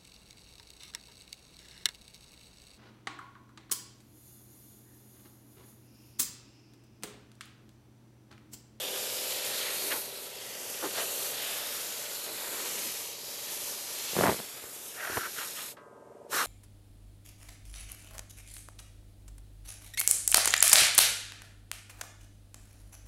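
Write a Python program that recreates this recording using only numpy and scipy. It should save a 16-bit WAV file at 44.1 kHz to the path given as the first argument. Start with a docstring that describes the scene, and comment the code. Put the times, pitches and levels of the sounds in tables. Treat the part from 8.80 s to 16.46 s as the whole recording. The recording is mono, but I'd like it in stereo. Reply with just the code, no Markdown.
"""Airless spraying of outdoor steel stairs

A spray fan hisses at the tip and splashes on the treads, with short rushes at edges and slower swells.
Plastic sheet flutters in one short burst and a shoe lands on a tread: cracks and damped resonances.
The trigger is let go for 0.6 s; in the lull a light tap sets the steel ringing in decaying modes.
The pump engine, a set of firing-rate harmonics, hums some way off; spray and outdoor air are shaped noise."""
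import sys
import numpy as np
from scipy import signal
from scipy.fft import rfft, irfft, next_fast_len
from scipy.io import wavfile
from scipy.ndimage import uniform_filter1d, map_coordinates

SR = 44100
rng = np.random.default_rng(int(sys.argv[2]) if len(sys.argv) > 2 else 0)


def bounce(signal):
    """Save signal as a 16-bit WAV file at the path given by the first command-line argument."""
    frames = np.transpose(np.atleast_2d(signal))
    limited = np.clip(frames, -1, 1)
    pcm = np.round(limited * 32767).astype(np.int16)
    wavfile.write(sys.argv[1], SR, pcm)


N = 337806
TIME = np.arange(N) / SR

# trigger held: (from [s], to [s])
TRIGGER_HELD = [(-1, 6.92), (7.521, 9)]
# fan level as the arm sweeps, before trim, per trigger pull: (time [s], tip hiss [dB], splash [dB])
FIRST_PASS = [(0.0, -39.5, -39.5), (0.7, -39, -39), (0.8, -38, -36), (1.14, -36.5, -41.5), (1.26, -42, -46),
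              (1.54, -49, -46), (1.85, -43.5, -44.5), (2.1, -39.5, -40.5), (2.68, -39, -40),
              (3.16, -41.5, -43.5), (3.7, -40, -43), (4.06, -37.5, -41), (4.36, -46, -47),
              (4.82, -38.5, -44), (5.04, -41.5, -45.5), (5.28, -40.5, -39), (5.38, -37, -40),
              (5.5, -37, -40.5), (5.68, -46.5, -47.5), (5.92, -46, -53), (6.2, -48, -49.5),
              (6.36, -39.5, -42.5), (6.5, -45.5, -47.5), (6.58, -42, -47), (6.9, -44.5, -46.5)]
SECOND_PASS = [(7.54, -36, -37.5), (7.6, -36.5, -35), (7.65, -39.5, -38.5)]
# spectra before scaling to rms 1: (frequency [Hz], gain [dB])
HISS_COLOUR = [(150, -21), (400, -5.5), (1200, -6), (3000, -11), (5000, -2.5), (7000, 1), (8800, -1),
               (10000, 1), (11600, 3), (13000, 1.5), (14000, -2)]
SPLASH_COLOUR = [(100, -18), (300, -8), (600, -9), (1100, -5.5), (2000, -2.5), (2800, 2.5), (4300, 2),
                 (5500, -2), (8000, -8.5), (14000, -32)]
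# swells of spray noise, short rushes at edges and slower swells of low, middle or high hiss:
# (time [s], rise [s], fall [s], level before trim [dB], centre [Hz], nominal width [Hz],
# sink of the note [share], boom re main band [dB], boom note [Hz])
SPRAY_SWELLS = [(0.1, 0.11, 0.13, -50.5, 383, 45, -0.0054, -12, 400),
                (0.80, 0.021, 0.05, -39.5, 3700, 1400, 0.11, -22, 600),
                (0.87, 0.032, 0.061, -41.5, 1900, 1700, 0.19, -19, 600),
                (1.03, 0.052, 0.043, -46, 4350, 800, .02, -28, 550),
                (1.06, 0.04, 0.033, -46, 367, 110, 0.057, -12, 550),
                (1.124, 0.013, 0.011, -32.5, 1650, 1050, 0.14, -10, 600),
                (1.17, .06, 0.065, -40, 12600, 2200, .02, -30, 550),
                (1.15, 0.029, .022, -39.5, 950, 650, .15, -7.5, 380),
                (1.65, 0.083, 0.09, -56, 1990, 250, .02, -17, 500),
                (1.65, 0.092, 0.12, -53, 3600, 1400, 0.039, -25, 500),
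                (2.038, 0.0089, 0.021, -35.5, 1050, 600, 0.071, -0.5, 410),
                (2.191, 0.026, 0.028, -35.5, 1140, 1600, .05, -5, 610),
                (2.191, 0.032, 0.026, -39.5, 3730, 1300, 0.094, -24, 600),
                (2.38, .12, .11, -43, 12500, 1700, -.04, -30, 520),
                (2.9, 0.1, .22, -46, 13800, 1000, -0.013, -30, 520),
                (2.42, 0.12, 0.079, -49, 4030, 900, -0.053, -6, 520),
                (2.65, 0.062, .11, -41.5, 3100, 1500, 0.14, -9, 650),
                (2.8, 0.25, 0.27, -49, 1510, 600, 0.073, -4, 610),
                (3.28, 0.098, 0.042, -51, 1810, 596, 0.072, 0.5, 554),
                (3.491, 0.029, 0.038, -48, 430, 260, 0.12, -2, 395),
                (3.7, .14, 0.16, -48, 1440, 1000, 0.076, 0, 503),
                (3.699, 0.19, .2, -53, 1900, 200, 0.038, -17, 520),
                (3.8, 0.25, .15, -50, 4200, 600, 0.011, -25, 520),
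                (3.83, 0.042, 0.041, -51, 465, 200, 0.046, -10, 330),
                (4.0, 0.065, 0.056, -49.5, 427, 260, 0.11, -3, 330),
                (4.55, .2, 0.21, -48.5, 4620, 1199, 0.022, -18, 418.5),
                (4.89, 0.07, .2, -46, 5500, 2400, 0.038, -9, 484),
                (5.83, 0.13, .12, -55.5, 1650, 700, 0.019, -5, 480),
                (6.4, 0.19, 0.32, -54, 6150, 600, .03, -25, 480),
                (6.235, 0.043, 0.073, -37.5, 1590, 520, 0.074, -8, 610),
                (6.39, 0.06, 0.052, -38, 1520, 320, 0.033, -10, 400),
                (6.458, .016, 0.013, -36, 1440, 450, .04, -18, 350),
                (6.6, 0.023, 0.043, -40, 1410, 560, 0.084, -18, 420),
                (6.6, 0.025, 0.036, -43.5, 3140, 1310, 0.018, -26, 420),
                (6.79, 0.027, 0.045, -47.5, 1400, 900, 0.088, -24, 420),
                (6.79, 0.026, 0.041, -47, 3000, 700, .03, -27, 420),
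                (7.58, .05, .05, -41.5, 5700, 450, .01, -30, 420),
                (7.54, 0.017, 0.025, -33, 1220, 500, 0.056, -11, 420),
                (7.597, 0.028, 0.034, -28, 1300, 450, 0.064, -16.5, 424)]
# reflection off the tread, sooner as the gun is held lower: (time [s], lag [ms])
TREAD_BOUNCE = [(0, 1.73), (.85, 1.72), (1.4, 1.52), (1.9, 1.76), (2.8, 1.66), (4.2, 1.35), (5.3, 1.2),
                (6.2, .53), (6.9, .6), (7.55, .78)]
# hardest and lone snaps of the sheet: (time [s], peak of the swing [dB], pitch [Hz])
SHEET_SNAPS = [(5.333, -29, 430), (5.354, -28, 750), (5.366, -18, 556), (5.371, -22, 350),
               (5.381, -22, 420), (5.3895, -13.5, 435), (5.399, -19, 340), (5.410, -14, 560),
               (5.423, -18, 550), (5.433, -24, 1490), (5.4365, -11.5, 450), (5.447, -18, 700),
               (5.457, -17, 750), (5.460, -15, 600), (5.467, -16, 900), (5.474, -15, 750),
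               (5.482, -16, 900), (5.491, -15.5, 380), (5.4955, -13.5, 700), (5.499, -21, 800),
               (5.507, -20, 550), (5.516, -18, 350), (5.5245, -22, 556), (5.531, -25, 408),
               (5.544, -26, 460), (5.563, -32, 383), (5.591, -30.5, 398), (5.596, -37, 443),
               (5.601, -27, 503)]
# shoe on the treads: (time [s], peak of the swing [dB], pitch [Hz])
SHOE_STEPS = [(5.84, -35.5, 400), (6.298, -30, 330), (6.321, -34, 300), (6.330, -33, 300),
              (6.363, -29, 400), (6.371, -21, 750), (6.376, -22.5, 350), (6.472, -39, 300),
              (6.585, -41, 250)]
# light tap on the steel: (time [s], level before ring and crash gains [dB])
STEEL_TAP = [(6.969, -52)]
# modes of the steel: (frequency [Hz], relative level [dB], t60 [s])
STEEL_MODES = [(894, -7, 5.0), (958, -15, 5.0), (1012, 0, 2.4), (1120, -1, 1.4), (1249, -1, 2.1),
               (1297, -3, 0.76), (1405, -6, 1.4), (1497, -12, 1.6), (1583, -4, 1.7), (1653, -2, 0.36),
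               (1776, -11, 0.75), (1992, -10, 0.58), (2218, -20, 1.0), (2789, -16, 0.49)]
# pump engine, before the rail trim: (time [s], level [dB])
ENGINE_LEVEL = [(0, -45.5), (.9, -47), (1.5, -52.5), (2.4, -46.5), (3.0, -55), (5.2, -54.5), (6, -59),
                (6.9, -58), (7.65, -49)]
# engine: (multiple of firing rate [1], relative level at the foot [dB], relative level by the rail [dB])
ENGINE_HARMONICS = [(6, -16, -11), (10, -21, -13), (12, -14, -16), (14, -17, -17), (16, -16, -13),
                    (17, -10, -8), (18, -9, -16), (19, -4, -3), (20, -9, -13), (21, -5, -9), (22, -4, 0),
                    (23, -13, -4), (24, -1, -16), (25, 0, -17), (26, -11, -8), (27, -8, -3), (28, 0, -1),
                    (29, -13, -6), (30, -4, -16), (31, -15, -12), (32, -10, -10), (33, -19, -11),
                    (34, -13, -8), (35, -15, -11), (36, -7, -18), (39, -9, -15), (42, -13, -18),
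                    (43, -12, -12), (46, -11, -14), (47, -13, -17), (53, -15, -22)]
# outdoor air before scaling to rms 1: (frequency [Hz], gain [dB])
AIR_COLOUR = [(25, -31), (50, -12), (90, -5), (120, 2), (155, -2), (200, 0.5), (500, 1.5), (900, -4.5),
              (1400, -11), (2000, -19), (2500, -22), (4000, -27), (6000, -25.5), (8500, -23), (11000, -28),
              (14000, -31)]


def undb(db):
    """Decibels to gain."""
    return 10 ** (np.asarray(db) / 20)


def unit(x):
    """Scale to rms 1."""
    return x / np.sqrt(np.mean(x ** 2))


def curves(rows):
    """Each column of a time table, joined by straight lines."""
    s, *columns = np.transpose(rows)
    return [np.interp(TIME, s, c) for c in columns]


def walk(rate_hz):
    """Smooth random wander, spread near 1, from rate_hz random values a second."""
    k = int(SR / rate_hz)
    steps = np.repeat(rng.standard_normal(N // k + 1), k)
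    smooth = uniform_filter1d(uniform_filter1d(steps, k), k)
    return 1.61 * smooth[:N]


def noise(colour):
    """Noise of rms 1 with a (Hz, dB) colour."""
    size = next_fast_len(N, real=True)
    hz, db = np.transpose(colour)
    bin_hz = np.fft.rfftfreq(size, 1 / SR)
    gain = undb(np.interp(np.log(bin_hz + 1), np.log(hz), db))
    spectrum = rfft(rng.standard_normal(size)) * gain
    return unit(irfft(spectrum, size)[:N])


def resonate(x, hz, width_hz):
    """Two-pole resonance, gain 1 at the centre."""
    return signal.lfilter(*signal.iirpeak(hz, hz / width_hz, fs=SR), x)


def delayed(x, ms):
    """The sound a fixed or moving number of milliseconds later."""
    return np.interp(TIME - ms / 1000, TIME, x, left=0)


def spray(hiss_trim_db=2.5, splash_trim_db=-1.0, sputter_db=0.65, spatter_db=1.0):
    """Tip hiss, splash and swells, gated by the trigger and combed by reflections off the stairs."""
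    hiss_db, splash_db = curves(np.vstack([FIRST_PASS, SECOND_PASS]))
    hiss_db = hiss_db + hiss_trim_db + sputter_db * walk(180) + 0.78 * walk(24.9)
    splash_db = splash_db + splash_trim_db + spatter_db * walk(260)
    hiss = noise(HISS_COLOUR) * undb(hiss_db)
    splash = noise(SPLASH_COLOUR) * undb(splash_db)
    jet = trigger(open_s=0.017, close_s=0.02) * (drift(hiss + splash) + swells())
    return jet + reflections(jet)


def trigger(open_s, close_s):
    """Valve gain: smooth opening over tens of milliseconds, slightly slower closing."""
    held = 0
    for on, off in TRIGGER_HELD:
        opening = 1 + np.tanh((TIME - on) / open_s)
        closing = 1 - np.tanh((TIME - off) / close_s)
        held = held + opening * closing / 4
    return held


def reflections(jet, tread_share=0.24, wall_share=0.091, sway_ms=0.145):
    """The wet tread returns a band round 6 kHz; risers and side walls add faint swaying echoes."""
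    lag_ms, = curves(TREAD_BOUNCE)
    tread = tread_share * delayed(resonate(jet, 6000, 2700), lag_ms)
    # lags sway with the arm
    walls = sum(delayed(jet, ms + sway_ms * walk(1.5)) for ms in (0.7, 2.3, 3.4, 5.1))
    return tread + wall_share * walls


def drift(x, depth=0.16):
    """As the fan sweeps over the tread, narrow bands of its sound swell and sink independently."""
    centres_hz = np.geomspace(1300, 9000, num=11)
    bands = sum(walk(5) * resonate(x, hz, hz / 7) for hz in centres_hz)
    return x + depth * bands


def swells(trim_db=-0.6, flutter_db=1.3, boom_width_hz=220, boom_stretch=1.392):
    """Short rushes at edges and slower swells of hiss, each with a boom that fades more slowly."""
    out = np.zeros(N)
    for s, rise_s, fall_s, db, hz, width_hz, sink, boom_db, boom_hz in SPRAY_SWELLS:
        main = swell(s, rise_s, fall_s, hz, width_hz, sink)
        boom = swell(s, rise_s, boom_stretch * fall_s, boom_hz, boom_width_hz, sink)
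        out += undb(db) * (main + undb(boom_db) * boom)
    return out * undb(flutter_db * walk(220) + trim_db)


def swell(s, rise_s, fall_s, hz, nominal_width_hz, sink, skirt=0.046):
    """Resonant noise that rises and falls in level while its note glides, down for positive sink."""
    out = np.zeros(N)
    along = (TIME - s) / np.where(TIME < s, rise_s, fall_s)
    near = np.flatnonzero(np.abs(along) < 4)
    source = rng.standard_normal(N)[:2 * len(near) + 2]
    once = resonate(source, hz, 1.64 * nominal_width_hz)
    body = unit(resonate(once, hz, 1.86 * nominal_width_hz) + skirt * once)
    # reading speed sets the pitch
    glide = np.cumsum(1 - sink * np.tanh(along[near]))
    envelope = np.exp(-along[near] ** 2 / 2)
    out[near] = envelope * map_coordinates(body, [glide])
    return out


def sheet():
    """Plastic sheet flaps in a quick run of dry snaps, each little more than one swing."""
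    return blows(np.vstack([SHEET_SNAPS, flutter()]), width=0.5, dull_hz=1900,
                 rattle=0.07, rattle_s=0.002, thud_hz=239, thud_db=-8.0, thud_s=0.0054,
                 crack_hz=1800, crack_db=-14, lowest_hz=88)


def flutter(start_s=5.36, end_s=5.505, attack_s=0.1, release_s=0.012,
            count=34, scatter_db=2, scatter_pitch=0.27):
    """Small snaps (s, dB, Hz): louder and higher as the sheet tightens, falling as it slackens."""
    slack_db, taut_db, slack_hz, taut_hz = -28, -20.5, 350, 800
    s = start_s + (end_s - start_s) * (np.arange(count) + rng.random(count)) / count
    taut = np.interp(s, [start_s, start_s + attack_s, end_s - release_s, end_s], [0, 1, 1, 0])
    hz = np.interp(s, [start_s, end_s - release_s, end_s], [slack_hz, taut_hz, slack_hz])
    loud, high = rng.standard_normal((count, 2)).T
    db = slack_db + (taut_db - slack_db) * taut + scatter_db * loud
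    return np.column_stack([s, db, hz * np.exp(scatter_pitch * high)])


def shoe():
    """A rubber sole lands on a tread, which booms briefly."""
    return blows(SHOE_STEPS, width=1.36, dull_hz=2200, rattle=0.16, rattle_s=0.0045,
                 thud_hz=105, thud_db=-7, thud_s=0.0043, crack_hz=1100, crack_db=-15, lowest_hz=55)


def blows(rows, width, dull_hz, rattle, rattle_s, thud_hz, thud_db, thud_s, crack_hz, crack_db, lowest_hz):
    """An impulse and brief rattle drive a heavily damped resonance and a crack, over a low thud."""
    out, t = np.zeros(N), np.arange(4096) / SR
    soften = signal.butter(2, dull_hz, fs=SR, output="sos")
    for s, db, hz in rows:
        push = (t == 0) + rattle * rng.standard_normal(len(t)) * np.exp(-t / rattle_s)
        # width is a share of the pitch
        swing = signal.sosfilt(soften, resonate(push, hz, width * hz))
        bright_hz = crack_hz * rng.uniform(0.7, 1.3)
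        crack = signal.sosfilt(soften, resonate(push, bright_hz, bright_hz / 2))
        low_hz = thud_hz * rng.uniform(0.75, 1.35)
        thud = np.sin(2 * np.pi * low_hz * t) * np.exp(-t / thud_s)
        blow = swing / np.abs(swing).max()
        blow = blow + undb(crack_db) * crack / np.abs(crack).max()
        blow = blow + undb(thud_db) * thud
        start = int(s * SR)
        out[start:start + len(t)] += rng.choice([-1, 1]) * undb(db) * blow
    return signal.sosfilt(signal.butter(2, lowest_hz, "high", fs=SR, output="sos"), out)


def steel(ring_db=-6, crash_db=-2, crash_s=0.029, crash_hz=1200, crash_width_hz=1800):
    """A tap excites a dense crash that is soon gone and a few plate modes that ring on."""
    out = np.zeros(N)
    for s, db in STEEL_TAP:
        t = np.maximum(TIME - s, 0)
        ring = 0
        for hz, mode_db, t60_s in STEEL_MODES:
            decay = np.exp(-np.log(1000) * t / t60_s)
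            phase = rng.uniform(0, 2 * np.pi)
            ring = ring + undb(mode_db) * np.sin(2 * np.pi * hz * t + phase) * decay
        once = resonate(rng.standard_normal(N), crash_hz, crash_width_hz)
        crash = unit(resonate(once, crash_hz, crash_width_hz)) * np.exp(-t / crash_s)
        out += undb(db) * (t > 0) * (undb(ring_db) * ring + undb(crash_db) * crash)
    return out


def engine(firing_hz=20.97, sag_hz_per_s=0.0146, gas_hz=520, gas_width_hz=330, gas_db=-22, rail_db=-1):
    """One cylinder's harmonics, upper exhaust note trailing the lower in each chug, plus gas noise."""
    stagger_rad, throb, waver_db = 1.05, 0.15, 1.1
    # firing sags slowly under load
    rate_hz = firing_hz - sag_hz_per_s * TIME
    angle = 2 * np.pi * np.cumsum(rate_hz) / SR
    db, = curves(ENGINE_LEVEL)
    # microphone carried from the foot of the stairs (0) to the rail (1)
    place = np.interp(TIME, [0.79, 6.7], [0, 1])
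    # at the foot echoes blur the chugs into a drone: phase scatter
    blur_rad = np.interp(place, [0.5, 1], [1.15, 0.15])
    hum, power = 0, 0
    for k, at_foot_db, at_rail_db in ENGINE_HARMONICS:
        gain = undb(at_foot_db + place * (at_rail_db - at_foot_db))
        lag = stagger_rad * np.hypot(k - gas_hz / firing_hz, 1) + blur_rad * rng.standard_normal()
        hum = hum + gain * undb(waver_db * walk(2.0)) * np.sin(k * angle - lag)
        power = power + gain ** 2 / 2
    once = resonate(rng.standard_normal(N), gas_hz, gas_width_hz)
    gas = unit(resonate(once, gas_hz, gas_width_hz))
    level = undb(db + rail_db * place)
    puffs = 1 + throb * place * np.cos(angle)
    return level * puffs * (hum / np.sqrt(power) + undb(gas_db) * gas)


def outdoor_air(level_db=-58, waver_db=0.5):
    """Steady coloured noise with a slight slow waver."""
    return noise(AIR_COLOUR) * undb(level_db + waver_db * walk(2.98))


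def scene():
    """All sources reach one microphone and sit in the centre."""
    mono = spray() + sheet() + shoe() + steel() + engine() + outdoor_air()
    return np.array([mono, mono])


def record(dry, top_hz=13900):
    """The recorder cuts the top steeply."""
    steep = signal.ellip(12, 0.1, 80, top_hz, fs=SR, output="sos")
    return signal.sosfilt(steep, dry)


dry = scene()
out = record(dry)
bounce(out)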